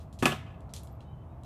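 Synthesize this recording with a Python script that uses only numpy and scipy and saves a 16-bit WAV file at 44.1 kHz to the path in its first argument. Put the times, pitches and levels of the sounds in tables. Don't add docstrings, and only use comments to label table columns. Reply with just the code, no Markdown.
import sys
import numpy as np
from scipy import signal
from scipy.fft import rfft, irfft
from scipy.io import wavfile

SR = 44100
rng = np.random.default_rng(int(sys.argv[2]) if len(sys.argv) > 2 else 0)


def put_to_file(sound):
    columns = np.atleast_2d(sound).T
    safe = np.clip(columns, -1, 1)
    whole_steps = np.round(safe * 32767)
    wavfile.write(sys.argv[1], SR, whole_steps.astype(np.int16))


N = 63945
T = np.arange(N) / SR
FREQS = np.fft.rfftfreq(N, 1 / SR)


def amp(db):
    return 10 ** (np.asarray(db) / 20)


def unit(x):
    return x / np.sqrt(np.mean(x ** 2) + 1e-20)


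def curve(points):
    hz, value = np.transpose(points)
    return np.interp(np.log(FREQS + 1), np.log(hz + 1), value)


def delayed(x, s):
    return np.concatenate([np.zeros(max(round(s * SR), 0)), x])[:N]


def fade(t60, rise_s):
    return (1 - np.exp(-T / rise_s)) * np.exp(-np.log(1000) * T / t60)


def noise(spectrum, tilt_db=0):
    gain = amp(curve(spectrum) + tilt_db * np.log2(FREQS + 1))
    return unit(irfft(gain * rfft(rng.choice([-1., 1.], N)), N))


def drift(rate_hz):
    return unit(irfft(rfft(rng.standard_normal(N)) * np.exp(-(FREQS / rate_hz) ** 2), N))


def ring(modes, rise_s, sign=-1):
    return sum(sign ** k * amp(db) * fade(t60, rise_s) * np.sin(2 * np.pi * hz * T)
               for k, (hz, db, t60) in enumerate(modes))


def tail(spectrum, decays, rise_s):
    bins = rfft(noise(spectrum))
    centres, t60s = np.transpose(decays)
    bands = [curve(list(zip(centres, weights))) for weights in np.eye(len(decays))]
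    return sum(irfft(bins * band, N) * fade(t60, rise_s) for band, t60 in zip(bands, t60s))


def board():
    # (time [s], lag of the thud [s], thud [dB], plank [dB], clack [dB], snap [dB], rattle [dB])
    blows = [(0.2244, .002, -19.5, -31, -39, -30, -31), (0.2318, .0025, -29, -40.5, -30.5, -29, -35.5),
             (0.2555, .005, -25.5, -26.5, -11, -15, -23.5)]
    # (frequency [Hz], level [dB], t60 [s])
    bending_modes = [(108, -11.5, 0.39), (144.86, -8.5, 0.35), (180, -9.5, 0.29), (232, -0.5, 0.081),
                     (268.3, -4, 0.13), (351.5, -1, 0.082), (415.3, -19.5, .07)]
    plank_modes = [(690, -8, .11), (754, -2, .19), (945, -7, .11), (1002, -6, .11), (1080, -4, .12),
                   (1130, -4, .15), (1212, -6, .13), (1248, -2, .17), (1335, -8, .13), (1490, -11, .1),
                   (1706, -4, .15), (2050, -9, .1), (2580, -8, .12), (3535, -12, .13)]
    contact_modes = [(1150, -10, 0.06), (2497, -2.5, .026), (3075, -8, 0.0079), (4600, -7.5, 0.004)]
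    # (frequency [Hz], level [dB])
    snap_spectrum = [(300, -0.5), (1200, -8), (2000, 2), (2900, 0), (4000, -9), (7000, -11.5),
                     (11000, -18.5), (15000, -34.5)]
    rattle_spectrum = [(60, -23.5), (150, 2), (350, 3), (560, 0.5), (1100, 3.5), (1800, -4), (2700, -7.5),
                       (3800, -10.5), (4700, -17.5), (8000, -15.5), (12500, -19), (15000, -31)]
    # (frequency [Hz], t60 [s])
    rattle_decay = [(130, .4), (350, .17), (1000, 0.1), (3000, 0.28), (10000, 0.22)]
    low_cut = signal.butter(1, 70, "high", fs=SR)
    thud = signal.lfilter(*low_cut, ring(bending_modes, rise_s=.00092, sign=1))
    plank = ring(plank_modes, rise_s=.001)
    clack = ring(contact_modes, rise_s=.0003)
    body, clacks = np.zeros((2, N))
    for s, lag, thud_db, plank_db, clack_db, snap_db, rattle_db in blows:
        snap = amp(snap_db) * noise(snap_spectrum) * fade(t60=.028, rise_s=.0003)
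        rattle = amp(rattle_db) * tail(rattle_spectrum, rattle_decay, rise_s=.001)
        body += delayed(amp(thud_db) * delayed(thud, lag) + amp(plank_db) * plank + snap + rattle, s)
        clacks += delayed(amp(clack_db) * clack, s)
    return body, clacks


def clicks():
    # (time [s], level [dB], tilt [dB/octave], relative scatter [dB], relative ring [dB])
    ticks = [(.003, -58.5, -4, -2.5, -3), (.1275, -51.5, 0, -9, -30), (.189, -45, -1.5, -2.5, -10),
             (.199, -43.5, -16, -3.5, -17), (0.6062, -56.5, -2, -17, -24),
             (0.693, -52.5, -6.5, -4.5, -11.5), (0.737, -30, -1, -14.5, -20), (0.7637, -35.5, -1, -12, -15),
             (.8335, -46.5, 11, -12, -10), (0.8723, -49, -1.5, -19.5, -10.5), (1.0061, -48, -6, -10.5, -5),
             (1.026, -50, -13, -16.5, -14), (1.4348, -50.5, -1, -16.5, -11.5),
             (1.446, -50, -6.5, -17, -9.5)]
    # (frequency [Hz], level [dB])
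    spectrum = [(600, -33.5), (1700, -16), (2700, -4.5), (3700, 0), (5200, -2.5), (7500, -1.5), (11000, -6),
                (13500, -14), (15000, -25.5)]
    # (frequency [Hz], level [dB], t60 [s])
    modes = [(2770, -5.5, 0.031), (3300, -7, 0.041), (4050, -4.5, 0.033)]
    tick, scatter = fade(t60=.0084, rise_s=.0004), fade(t60=.17, rise_s=.005)
    tone = ring(modes, rise_s=.0004)
    out = np.zeros(N)
    for s, db, tilt, scatter_db, ring_db in ticks:
        burst = (tick + amp(scatter_db) * scatter) * noise(spectrum, tilt)
        out += delayed(amp(db) * (burst + amp(ring_db) * tone), s)
    return out


def bird_whistles():
    # (time [s], length [s], start pitch [Hz], end pitch [Hz], level [dB])
    notes = [(1.035, 0.1, 3710, 3800, -83.5), (1.04, 0.16, 3030, 3060, -79.5),
             (1.09, 0.052, 2260, 2460, -80), (1.182, 0.063, 3067, 3040, -79.5),
             (1.279, 0.072, 3580, 3880, -87), (1.315, 0.032, 2548, 2470, -74.5)]
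    waver, edge_s, flutter_db = .008, .012, 3.5
    out = np.zeros(N)
    for s, length, start_hz, end_hz, db in notes:
        hz = np.interp(T, [0, length], [start_hz, end_hz]) * (1 + waver * drift(150))
        gate = np.clip(np.minimum(T, length - T) / edge_s, 0, 1)
        level = gate * amp(db + flutter_db * drift(50))
        out += delayed(level * np.sqrt(2) * np.sin(2 * np.pi * np.cumsum(hz) / SR), s)
    return out


def bird_chips(pitch_hz=12000):
    # (time [s], level [dB])
    calls = [(.027, -67), (0.9125, -63)]
    tone = np.sqrt(2) * np.sin(2 * np.pi * pitch_hz * T) * fade(t60=.13, rise_s=.0052)
    return sum(delayed(amp(db) * tone * drift(rate_hz=124), s) for s, db in calls)


def echoes(x):
    # (delay [s], level [dB], t60 of the smear [s])
    reflections = [(.0105, -16, 0.016), (.021, -21, 0.09), (0.052, -19.5, 0.08), (.063, -17, 0.031),
                   (.13, -41.5, .15), (.205, -38, 0.25), (.245, -43.5, 0.083), (0.286, -46.5, 0.027)]
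    # (frequency [Hz], level [dB])
    colour = [(60, -8), (130, 0), (320, -3.5), (700, 1), (1900, -3), (2600, 1), (3700, -0.5), (5000, -5.5),
              (12000, -7)]
    knee_hz, dulling_db = 3000, 22
    octaves = np.log2(np.maximum(FREQS / knee_hz, 1))
    response = np.zeros(N)
    for s, db, t60 in reflections:
        smear = noise(colour) * fade(t60, rise_s=.0003)
        echo = delayed(amp(db) * smear / np.linalg.norm(smear), s)
        response += irfft(rfft(echo) * amp(-dulling_db * s * octaves), N)
    return signal.fftconvolve(x, response)[:N]


def yard(x, level_db=-24.5):
    # (frequency [Hz], level [dB])
    spectrum = [(100, -4.5), (270, -2), (600, -6.5), (2000, -1), (2600, -8), (3600, -6), (5500, -1.5),
                (12000, -13.5)]
    # (frequency [Hz], t60 [s])
    decay = [(100, 0.34), (1000, 0.52), (2500, 0.68), (5000, .42), (12000, .4)]
    response = tail(spectrum, decay, rise_s=.04)
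    return amp(level_db) * signal.fftconvolve(x, response / np.linalg.norm(response))[:N]


def neighbourhood(rumble_db=-44.5, wander_hz=1.4):
    # (frequency [Hz], level [dB])
    spectrum = [(20, -32.5), (35, -22), (52, -6.5), (74, 1), (95, -2.5), (125, -2), (180, -10.5),
                (280, -18), (470, -24), (680, -20), (1100, -27), (1700, -41), (2800, -48.5), (4600, -60),
                (12500, -63), (14000, -60), (15500, -82.5)]
    # (frequency [Hz], level [dB])
    hum_tones = [(75, -59), (656, -65)]
    # (time [s], gain [dB])
    swell = [(0, -0.5), (.2, -2), (.6, 1.5), (1.2, -1), (1.45, 0.4)]
    hum = np.zeros(N)
    for hz, db in hum_tones:
        phase = 2 * np.pi * np.cumsum(hz + wander_hz * drift(2.7)) / SR
        hum += amp(db) * np.sqrt(2) * np.sin(phase)
    air = amp(rumble_db) * noise(spectrum) + hum
    roar = irfft(rfft(air) * ((FREQS > 350) & (FREQS < 2500)), N)
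    return air - roar + roar * amp(np.interp(T, *np.transpose(swell)))


def scene():
    body, clacks = board()
    small = clicks() + bird_whistles() + bird_chips()
    spill = body + amp(-11) * clacks
    return (body + clacks + small + echoes(spill) + yard(spill + small) + neighbourhood())[None]


def record(dry):
    low_pass = signal.firwin(301, cutoff=15450, window=("kaiser", 9), fs=SR)
    return signal.oaconvolve(dry, low_pass[None], "same")


dry = scene()
out = record(dry)
put_to_file(out)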